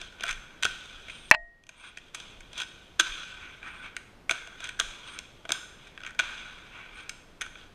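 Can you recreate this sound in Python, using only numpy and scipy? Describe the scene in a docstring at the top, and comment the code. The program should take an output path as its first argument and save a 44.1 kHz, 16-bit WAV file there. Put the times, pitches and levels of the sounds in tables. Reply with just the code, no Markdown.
"""A toy skateboard is rolled, popped, ground along a wooden ledge and landed on a desk, close to a small camera.
Strikes are bursts of noise and wheel rub is grainy noise, both through the cavities of the camera's case;
spinning bearings hiss in a narrow band, flat landings thump the desk top and the strikes echo in the room.
Knocks on the case ring its walls and mount as dying sines. Hiss and a slow rumble lie beneath.
The input saturates on peaks, and a gain control ducks what is loud and creeps back."""
import sys
import numpy as np
from scipy import signal
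from scipy.fft import rfft, irfft
from scipy.io import wavfile
from scipy.ndimage import uniform_filter1d

SR = 44100
rng = np.random.default_rng(int(sys.argv[2]) if len(sys.argv) > 2 else 0)


def wrap_up_sound(samples):
    """Save the sound to the file named by the first command line argument, as 16-bit audio."""
    columns = np.atleast_2d(samples).T
    # keep every value between -1 and 1, then stretch to whole-number steps
    tamed = np.clip(columns, -1, 1)
    steps = np.round(tamed * 32767).astype(np.int16)
    wavfile.write(sys.argv[1], SR, steps)


N = 341334  # length in samples

# room tone and input noise, shape only: f/Hz, level/dB per Hz
HISS_COLOUR = [(24, -32.5), (40, -1.5), (345, -9), (516, -11), (1070, -16.5), (1850, -19), (3220, -24),
               (13800, -42.5), (16000, -65.5)]
HISS_DB = -56  # rms
# rumble of the jogged camera, shape only: f/Hz, level/dB
SWAY_COLOUR = [(6, -32.5), (18, -2.5), (35, -9.5), (70, -31.0), (200, -73.0)]
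# the hand-held camera is jogged: t/s, level/dB
SWAYS = [(.0, -52), (.35, -44), (.75, -59), (1.0, -53), (1.418, -40), (2.4, -58), (3.1, -49), (4.85, -52),
         (5.37, -61.5), (6.27, -67.5), (6.95, -60)]
SWAY_S, SWAY_FLOOR_DB = 0.055, -59  # time from the peak of a swell to 1/e; steady rumble

# cavities of the case: f/Hz, width/Hz, level/dB
CASE_CAVITIES = [(989, 50, -4.5), (1320, 710, -4), (1501, 204, 6.5), (1865, 40, -3.5), (2375, 490, -1),
                 (2830, 36, -6), (3328, 530, -6.5), (3856, 310, -15.5), (5090, 600, -20.5),
                 (6244, 780, -12.5), (7580, 770, -20.5), (8720, 1000, -22.5)]
# what passes between the cavities: f/Hz, level/dB
CASE_PORT = [(500, -19), (800, -18.5), (1500, -18), (3500, -18), (4500, -24.5), (9000, -30), (12000, -41),
             (16000, -53.5)]
# modes of the desk top: f/Hz, width/Hz, level/dB
DESK_MODES = [(343, 87, -5), (465, 95, -8), (674, 120, 3)]
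REGION_EDGES_HZ = (1300, 1950, 2900, 4500)  # between thud, deck, clack, snap and tick

# wheels and trucks in contact: full from t/s, rise/s, hold/s, snap level/dB, fade/dB per s,
# then against the snap: deck level/dB, clack level/dB
ROLL_RUNS = [(.0, .006, 0.0075, -45.5, 88, -4, -14), (0.286, 0.1, .015, -38.5, 352, 2, -2.5),
             (0.354, .02, .01, -53.5, 38.5, 2.5, -4), (0.625, 0.0055, 0.047, -45.5, 21.5, -5, -12),
             (1.09, 0.16, 0.094, -51, 65.5, -10, -9), (1.846, 0.19, .02, -45.5, 151, -16, 0.5),
             (1.968, 0.029, 0.11, -58, 151, -7, -9), (2.142, 0.0067, .02, -47.5, 46, -18, -6.5),
             (2.588, 0.064, 0.03, -37.5, 350.5, -9, -11), (2.67, .03, 0.033, -52, 45, -6.5, -18),
             (2.996, 0.0068, 0.062, -38, 38.5, -2, -10.5), (3.426, 0.18, 0.046, -60, 85, 6.5, 10.5),
             (3.631, 0.018, 0.063, -58, 60, 8.5, 9.5), (3.747, .03, .02, -59.5, 62, 3, 7),
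             (3.843, 0.071, 0.022, -56.5, 150, -15, 7), (3.97, .006, .02, -62, 77, -3, -3),
             (4.3, .006, 0.012, -43, 198, 6.5, -5), (4.333, .02, .01, -52, 35, 4, -5),
             (4.639, 0.087, 0.014, -44.5, 127, -0.5, -5), (4.8, .006, .02, -45.5, 33, -11, -5.5),
             (5.16, 0.17, 0.017, -50, 250, -6, -0.5), (5.212, .02, 0.1, -65.5, 65, -5.5, -8),
             (5.523, 0.046, 0.011, -46, 79, 3, -5), (5.824, 0.19, 0.036, -57.5, 65, -8, -4),
             (6.06, 0.12, 0.017, -57, 130, 3, 4), (6.191, .006, 0.027, -43.5, 27.5, -2.5, -1),
             (6.787, 0.1, .03, -58, 70, -8, 11), (6.981, 0.095, .02, -52, 94.5, -1, 1),
             (7.11, .01, .01, -57, 63, -8, -7), (7.411, 0.0047, 0.0089, -49, 139.5, 2.5, -2),
             (7.588, 0.1, 0.016, -54.5, 115, -1.5, -8)]
RISE_DB = 20.5  # climb of a run over its rise time
ROLL_THUD_DB, ROLL_THUD_PER_CLACK, ROLL_TICK_DB = -2.5, 0.78, -12.5  # against the snap
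# the wheels dig into the curve of a ramp: t/s, half length/s, gain level/dB
RAMP_PRESSES = [(3.64, .012, 0), (3.679, 0.017, 5.5), (3.747, 0.026, 2), (3.862, 0.034, 4),
                (6.758, .02, 3.5), (6.818, 0.0073, 1), (5.086, 0.031, 6.5)]
# the rolling falls silent for a while: start t/s, end t/s
ROLL_SILENT = 1.305, 1.69

# board strikes: t/s, snap energy level/dB, then against the snap: deck level/dB, clack level/dB,
# tick level/dB, desk boom level/dB; last contact length/ms
BOARD_STRIKES = [(0.0149, -18.5, -14, 0, -1, -7.5, 1.8), (0.198, -25, -20, -5, -17, -16, 1.8),
                 (0.208, -12, -33, -24, -10, -11, 2.2), (0.2238, -17, -15, -1, -19, -26, 1.6),
                 (0.2351, -8, -12, -7, -15, -17, 1.2), (0.238, -12.5, 10, -5, 1, -15, 0.55),
                 (0.28, -21, 8, 6, -6, -21, 1.5), (0.291, -15, -11, 8, -1, -25, 2.7),
                 (0.309, -14, -8, 9, 4, -28, 2.4), (0.3275, -18.5, -11, 4, 0.5, -15, 2.2),
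                 (0.6261, -12, 6, -4, 1.5, -12, 2.3), (0.633, 0, -2.5, -5.5, -6.5, -28, 2.2),
                 (0.645, -4, -31, -12, -8, -22, 2.8), (0.652, 1.5, 1, -22, -5.5, -17, 2.3),
                 (0.6638, -13.5, 10, -12, -15, -13, 0.88), (1.083, -27, -3.5, 10, -7, -4, 3.8),
                 (1.097, -27.5, 4, 16, -2, -13, 3.9), (1.3033, -45, 4, 5, 19, -2, .8),
                 (1.638, -23, -24, -12, -5, -12.5, 1.1), (1.6675, -24, -16, -6.5, -2.5, -18.5, 2.3),
                 (1.6915, -13, -13, -3, -2, -13, 2.6), (1.9722, -19.5, -4, 9.5, 0, -10, 2.9),
                 (1.9845, -24.5, -10.5, 3, -4, -21, 1.34), (2.1468, -10, -5, -1.5, 0, -19, 4.4),
                 (2.201, -15, -10, -13, -6.5, -23, 2.5), (2.406, -29.5, -3.5, 7, 1, -14, 2.3),
                 (2.5313, -21.5, -22, -5, -5, -11.5, 2.3), (2.578, -16, -23.5, -10, 1, -15, 3.4),
                 (2.6018, -13, -16, -0.5, -6, -25, 3), (2.6164, -8, -3, -13.5, -9.5, -39, 4.2),
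                 (2.9942, -5.5, -5, -18, -5, -12, 2.8), (2.9979, 6.5, -2, -9, -3.5, -28, 1.4),
                 (3.0017, 0.5, 0, -16, -0.5, -23, 1.1), (3.0063, 0.5, -2, -9, -7, -35, 3.8),
                 (3.6295, -34.5, 14, 17, -5, 3, 1.4), (3.966, -18.5, 4, 10, 3.5, -13, 1.7),
                 (3.975, -31, -6, 10, -8, -17, 1.6), (4.2945, -8, 0, 13, -5, -8, 2.1),
                 (4.3031, -28, 1, -0.5, 8, -15, 1.6), (4.3102, 0, -4, -6, -4, -13.5, 2.3),
                 (4.3202, -16.5, -17, 5, -3, -7, 2.5), (4.474, -25, -3, -8, -0.5, -4, 1.2),
                 (4.6043, -17.5, -16, -3, -7.5, -10, 2.5), (4.642, -18, -12, 0, 1.5, -25, 1),
                 (4.792, -19.5, 13, -7, 2, -22, 3.1), (4.7984, 3.5, -6.5, -12, -3.5, -18, 2.9),
                 (4.81, -11, 3, -9, -20, -15, 1.6), (5.1892, -14, -26, -1, 1, -16, 1.4),
                 (5.452, -21.5, 4.5, 1, -13, 2, 3.4), (5.4918, -11.5, -7, 2, -5, -3, 4.4),
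                 (5.5054, -16.5, 7, 6, -2, 1, 1.4), (5.52, 2, -6.5, -13, -0.5, -20, 1.63),
                 (5.869, -26.5, 1, 0, -6, -24, 7.5), (5.977, -28, 8.5, 11.5, -8, -9, 1.2),
                 (6.0045, -28, 6, 1, -11, -21, 1.5), (6.0154, -28, 5, -1, -13.5, -14, 1.5),
                 (6.035, -17, -2, -20, -14, -32, 2.2), (6.0482, -20, -1, 5, -15, -21, 3),
                 (6.064, -16.5, -6, 5, -5, -28, 2.3), (6.148, -36, 11, -3, 1, -8, 1.9),
                 (6.191, -6.5, -6, 4, -14, -18, 1.3), (6.1927, -5.5, 7.5, -23, -3, -26, 1.44),
                 (6.1981, 1.5, 2, -24, -10.5, -21, 1.1), (6.207, -10, 2, 0, -14, -22, 0.47),
                 (7.0937, -17, -5, 6, 7, -23, 2.9), (7.4111, -18, -2, 9, 4, -34, 2.5),
                 (7.4172, -11, 2, -5, 0, -23, 1.2), (7.4235, -19, -5, 5, -1, -14, 1.7),
                 (7.463, -29.5, 11.5, 2, -2, -8, 1.6), (7.5543, -28.5, 2, 7, -20, -8, 4.2)]
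# the thud follows deck and boom
THUD_DB, THUD_PER_DECK, THUD_PER_BOOM = -1.5, .3, .4
# flat landings push the desk top into one low mode, set by the spot: t/s, f/Hz, level/dB
LANDING_THUMPS = [(.238, 695, -34), (2.996, 327, -27), (6.193, 303, -44)]
THUMP_T60_S, THUMP_RISE_S = 0.082, 0.009
# trucks chatter along the ledge: start t/s, end t/s, snap energy level/dB,
# then against the snap: deck level/dB, clack level/dB
LEDGE_GRINDS = [(0.252, .325, -20, -1.5, 4), (2.61, 2.64, -18.5, 1, -2), (4.649, 4.695, -20.5, -24, 3),
                (6.055, 6.109, -29.5, 7.5, 2)]
CHATTER_GAP_S, CHATTER_JITTER, CHATTER_SPREAD_DB = .011, .35, 3.5  # jitter in gaps
CHATTER_TICK_DB, CHATTER_BOOM_DB, CHATTER_MS = -4.5, -22, 1.8

# the wheel bearings hiss when they spin fast: start t/s, end t/s, level/dB
BEARING_SPINS = [(1.078, 1.314, -62), (1.76, 1.91, -57), (3.627, 3.88, -69), (5.06, 5.18, -58),
                 (6.933, 7.05, -65.5)]
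SPIN_FADE_S = 0.02

# knocks on the case: t/s, force level/dB, contact length/ms, roughness (limited to 0-1)
CASE_KNOCKS = [(1.3124, 9, 0.11, 0.17), (1.319, -0.5, 1, 1.17), (1.324, -5.5, 4., 0.8),
               (1.336, -9, 3., 0.75), (1.34, -0.5, 5.6, 0.8), (1.347, 3.5, 1.7, 0.7)]
# quickly damped modes of the case walls: f/Hz, level/dB, t60/s
CASE_WALLS = [(1026, -16, 0.012), (1200, -17.5, 0.0091), (1885, -2.5, 0.011), (2295, -9.5, 0.018),
              (2583, -8, 0.017), (4090, -19.5, 0.021), (7300, -22, 0.0042)]
# modes of the mount, which the blows set ringing: f/Hz, level/dB, t60/s
MOUNT_MODES = [(626, -38, .22), (686, -44, .4), (868, -33, .16), (925, -36, .1), (1878, -33, .56)]

EDGE_HZ = 15500  # upper band limit of the output


def gain_of(db):
    """Decibels to a factor."""
    return 10 ** (np.asarray(db) / 20)


def evened(x):
    """Scales to rms 1."""
    return x / np.sqrt(np.mean(x ** 2) + 1e-20)


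def read(points, hz):
    """Reads a spectrum on a log-frequency axis."""
    f, value = np.transpose(points)
    return np.interp(np.log(hz + 1), np.log(f + 1), value)


def add(mix, s, sound):
    """Mixes a sound in at a time."""
    part = mix[..., round(s * SR):][..., :sound.shape[-1]]
    part += sound[..., :part.shape[-1]]


def modes(table, hz):
    """Power of a set of resonances."""
    return sum(gain_of(db) ** 2 / (1 + (2 * (hz - f) / w) ** 2) ** 2 for f, w, db in table)


def ring(table):
    """Dying sines, one second long."""
    t = np.arange(SR) / SR
    return sum(gain_of(db - 60 * t / t60) * np.sin(2 * np.pi * hz * t) for hz, db, t60 in table)


def causal(gain):
    """Minimum-phase impulse response of energy 1 for a gain given from 0 Hz to SR / 2."""
    log_gain = np.log(np.maximum(gain / gain.max(), 1e-4))
    circle = np.concatenate([log_gain, log_gain[-2:0:-1]])
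    taps = np.fft.ifft(np.exp(np.conj(signal.hilbert(circle)))).real[:2048]
    return taps / np.linalg.norm(taps)


def burst(ms, noise):
    """A contact force of energy 1: quick rise, exponential fall."""
    u = np.arange(noise.shape[-1]) / (SR * max(ms, .03) / 1000)
    force = (1 - np.exp(-3.5 * u)) * np.exp(-u) * noise
    return force / np.linalg.norm(force, axis=-1, keepdims=True)


def shaped_noise(points):
    """Noise of rms 1 with a given spectrum."""
    hz = np.fft.rfftfreq(N, 1 / SR)
    return evened(irfft(rfft(rng.standard_normal(N)) * gain_of(read(points, hz)), N))


def room_tone():
    """Steady hiss, and a slow rumble that swells when the camera is jogged."""
    t = np.arange(N) / SR
    swells = sum(gain_of(db) * np.exp(-((t - s) / SWAY_S) ** 2) for s, db in SWAYS)
    rumble = (gain_of(SWAY_FLOOR_DB) + swells) * shaped_noise(SWAY_COLOUR)
    return gain_of(HISS_DB) * shaped_noise(HISS_COLOUR) + rumble


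def case_bands():
    """The colour of the case, cut into thud, deck, clack, snap and tick regions; last the boom of the desk."""
    hz = np.fft.rfftfreq(8192, 1 / SR)
    case_power = gain_of(read(CASE_PORT, hz)) ** 2 + modes(CASE_CAVITIES, hz)
    lowpasses = [1 / (1 + (hz / edge) ** 12) for edge in REGION_EDGES_HZ]
    # neighbouring low-passes differ by one region
    regions = abs(np.diff([0 * hz] + lowpasses + [1 + 0 * hz], axis=0))
    powers = [*(case_power * regions), modes(DESK_MODES, hz)]
    return [causal(np.sqrt(power)) for power in powers]


def wheel_rub(grains_per_s=1200, spread_db=1.0, smooth=1.9, flutter_db=1.0):
    """Wheels on the grain of the wood: dense uneven ticks on a steady rub, as six noises under one envelope."""
    grains = rng.random(N) < grains_per_s / SR
    ticks = gain_of(spread_db * np.minimum(rng.exponential(1, N), 4)) * grains
    # loose trucks make the contact flutter
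    slow = uniform_filter1d(uniform_filter1d(rng.standard_normal(N), 300), 300)
    flutter = gain_of(flutter_db * evened(slow))
    return evened((smooth + evened(ticks)) * flutter * rng.standard_normal((6, N)))


def contact(t):
    """Level of the five regions: every run rises, holds and fades, and the runs add in power."""
    power = np.zeros((5, len(t)))
    for s, rise, hold, db, fade_db, deck_db, clack_db in ROLL_RUNS:
        rising_db = RISE_DB * np.maximum(s - t, 0) / max(rise, .002)
        fading_db = fade_db * np.maximum(t - s - hold, 0)
        thud_db = ROLL_THUD_DB + ROLL_THUD_PER_CLACK * clack_db
        region_db = np.array([[thud_db], [deck_db], [clack_db], [0], [ROLL_TICK_DB]])
        power += gain_of(region_db + db - rising_db - fading_db) ** 2
    return np.sqrt(power)


def wandering(x, patchy_db=2.0):
    """The colour drifts in patches as board and hand move."""
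    z = signal.stft(x, nperseg=1024, noverlap=768)[2]
    patches = rng.standard_normal(z.T.shape)  # time by frequency
    patches = evened(uniform_filter1d(uniform_filter1d(patches, size=9, axis=0), size=4, axis=1))
    return signal.istft(z * gain_of(patchy_db * patches.T), nperseg=1024, noverlap=768)[1][:N]


def rolling(rub, bands):
    """The rub drives each region of the case colour, louder as wheels press, silent for a short stretch around
    the knocks."""
    t = np.arange(N) / SR
    coarse = t[::32]
    rolled = np.zeros(N)
    for level, noise, band in zip(contact(coarse), rub, bands):
        coloured = signal.oaconvolve(noise, band)[:N]
        rolled += np.interp(t, coarse, level) * wandering(coloured)
    press_db = sum(db * np.exp(-((t - at) / half) ** 2) for at, half, db in RAMP_PRESSES)
    touching = np.clip(np.maximum(ROLL_SILENT[0] - t, t - ROLL_SILENT[1]) / 0.006, 0, 1)
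    return touching * gain_of(press_db) * rolled


def clacks(bands):
    """Every strike is a short contact force that drives the regions by its own amounts."""
    strikes = BOARD_STRIKES + chatter()
    out, noise = np.zeros(N), rng.standard_normal((len(strikes), 6, 1200))
    for (s, db, deck_db, clack_db, tick_db, boom_db, ms), grit in zip(strikes, noise):
        thud_db = THUD_DB + THUD_PER_DECK * deck_db + THUD_PER_BOOM * boom_db
        levels = gain_of(db + np.array([thud_db, deck_db, clack_db, 0, tick_db, boom_db]))
        rung = signal.fftconvolve(burst(ms, grit), np.array(bands), axes=1)
        # the force starts slightly ahead of the listed time
        add(out, s - .0006, levels / np.linalg.norm(rung, axis=1) @ rung)
    return out


def room(x, t60=0.67, dulling=0.033):
    """Sparse echoes of random sign from desk, ramps and walls, dying away and slightly dulled."""
    taps = np.zeros(SR)
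    at = np.arange(150, len(taps) - 20, 20)
    taps[at + rng.integers(0, 20, len(at))] = rng.choice([-1., 1.], len(at))
    taps *= gain_of(-60 * np.arange(len(taps)) / SR / t60)
    taps = signal.lfilter([1], [1, -np.clip(dulling, 0, .9)], taps)
    return signal.oaconvolve(x, taps / np.linalg.norm(taps))[:N]


def landing_thumps():
    """Each flat landing rings one low desk mode with a soft onset."""
    out = np.zeros(N)
    for s, hz, db in LANDING_THUMPS:
        thump = ring([(hz, db, THUMP_T60_S)])[:SR // 5]
        onset = np.minimum(np.arange(len(thump)) / SR / THUMP_RISE_S, 1)
        add(out, s, thump * onset)
    return out


def chatter():
    """Uneven rows of small strikes fill every grind, at most twelve to a row."""
    rows = []
    for start, end, db, deck_db, clack_db in LEDGE_GRINDS:
        late, loud, deck, clack = rng.standard_normal((12, 4)).T
        times = start + CHATTER_GAP_S * (np.arange(len(late)) + CHATTER_JITTER * late)
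        spread = CHATTER_SPREAD_DB * np.array([loud, deck, clack])
        rows += [(s, db + a, deck_db + b, clack_db + c, CHATTER_TICK_DB, CHATTER_BOOM_DB, CHATTER_MS)
                 for s, a, b, c in zip(times, *spread) if s < end]
    return rows


def bearings(rub, hiss_hz=8750., q=12.):
    """Fast wheels hiss: rub noise through two equal narrow resonances, faded in and out."""
    t = np.arange(N) / SR
    resonance = signal.iirpeak(hiss_hz, q, SR)
    hiss = evened(signal.lfilter(*resonance, signal.lfilter(*resonance, rub)))
    spin = sum(gain_of(db) * np.clip(np.minimum(t - start, end - t) / SPIN_FADE_S, 0, 1)
               for start, end, db in BEARING_SPINS)
    return spin * hiss


def knocks(scrape_hz=4400.0, stiff_hz=905.0, dull_hz=6760.0):
    """Blows and a short scrape on the case ring its walls and mount straight into the microphone."""
    blow, scrape = np.zeros(N), np.zeros(N)
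    noise = rng.standard_normal((len(CASE_KNOCKS), 1200))
    for (s, db, ms, rough), grit in zip(CASE_KNOCKS, noise):
        rough = np.clip(rough, 0, 1)
        add(blow, s, gain_of(db) * (1 - rough) * burst(ms, np.ones(1200)))
        add(scrape, s, gain_of(db) * rough * burst(ms, grit))
    scrape = signal.lfilter(*signal.butter(2, scrape_hz, fs=SR), scrape)
    blow = signal.lfilter(*signal.butter(2, dull_hz, fs=SR), blow)
    # stiff walls pass little bass
    walls = signal.lfilter(*signal.butter(3, stiff_hz, "high", fs=SR), ring(CASE_WALLS)[:4000])
    wall_sound = signal.oaconvolve(blow + scrape, walls)[:N]
    mount_sound = signal.oaconvolve(blow + 0.32 * scrape, ring(MOUNT_MODES))[:N]
    return wall_sound + mount_sound


def scene():
    """Board, room and case together; only strikes and thumps excite the room."""
    bands, rub = case_bands(), wheel_rub()
    strikes = clacks(bands) + landing_thumps()
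    echoes = gain_of(-12.0) * room(strikes)
    board = strikes + echoes + rolling(rub[:5], bands) + bearings(rub[5])
    return (board + knocks() + room_tone())[None]


def record(dry, knee_db=-14.0, slope=0.77, recovery_db=19.5, lag=1400):
    """Gain control falls within tens of ms above the knee and creeps back; the input saturates; band limit."""
    level_db = 10 * np.log10(abs(uniform_filter1d(dry[0] ** 2, 128)) + 1e-12)
    # peak hold that sinks by recovery_db per second
    fall = np.arange(N) * recovery_db / SR
    held_db = np.maximum.accumulate(level_db + fall) - fall
    over_db = np.maximum(held_db - knee_db, 0)
    r = np.exp(-1 / lag)  # lag in samples
    duck_db = np.clip(slope, 0, 1) * signal.lfilter([1 - r], [1, -r], over_db)
    saturated = 1.1 * np.tanh(dry / gain_of(duck_db) / 1.181)
    band_limit = signal.firwin(255, EDGE_HZ, window=("kaiser", 9), fs=SR)
    return signal.oaconvolve(saturated, band_limit[None], "same")


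dry = scene()
out = record(dry)
wrap_up_sound(out)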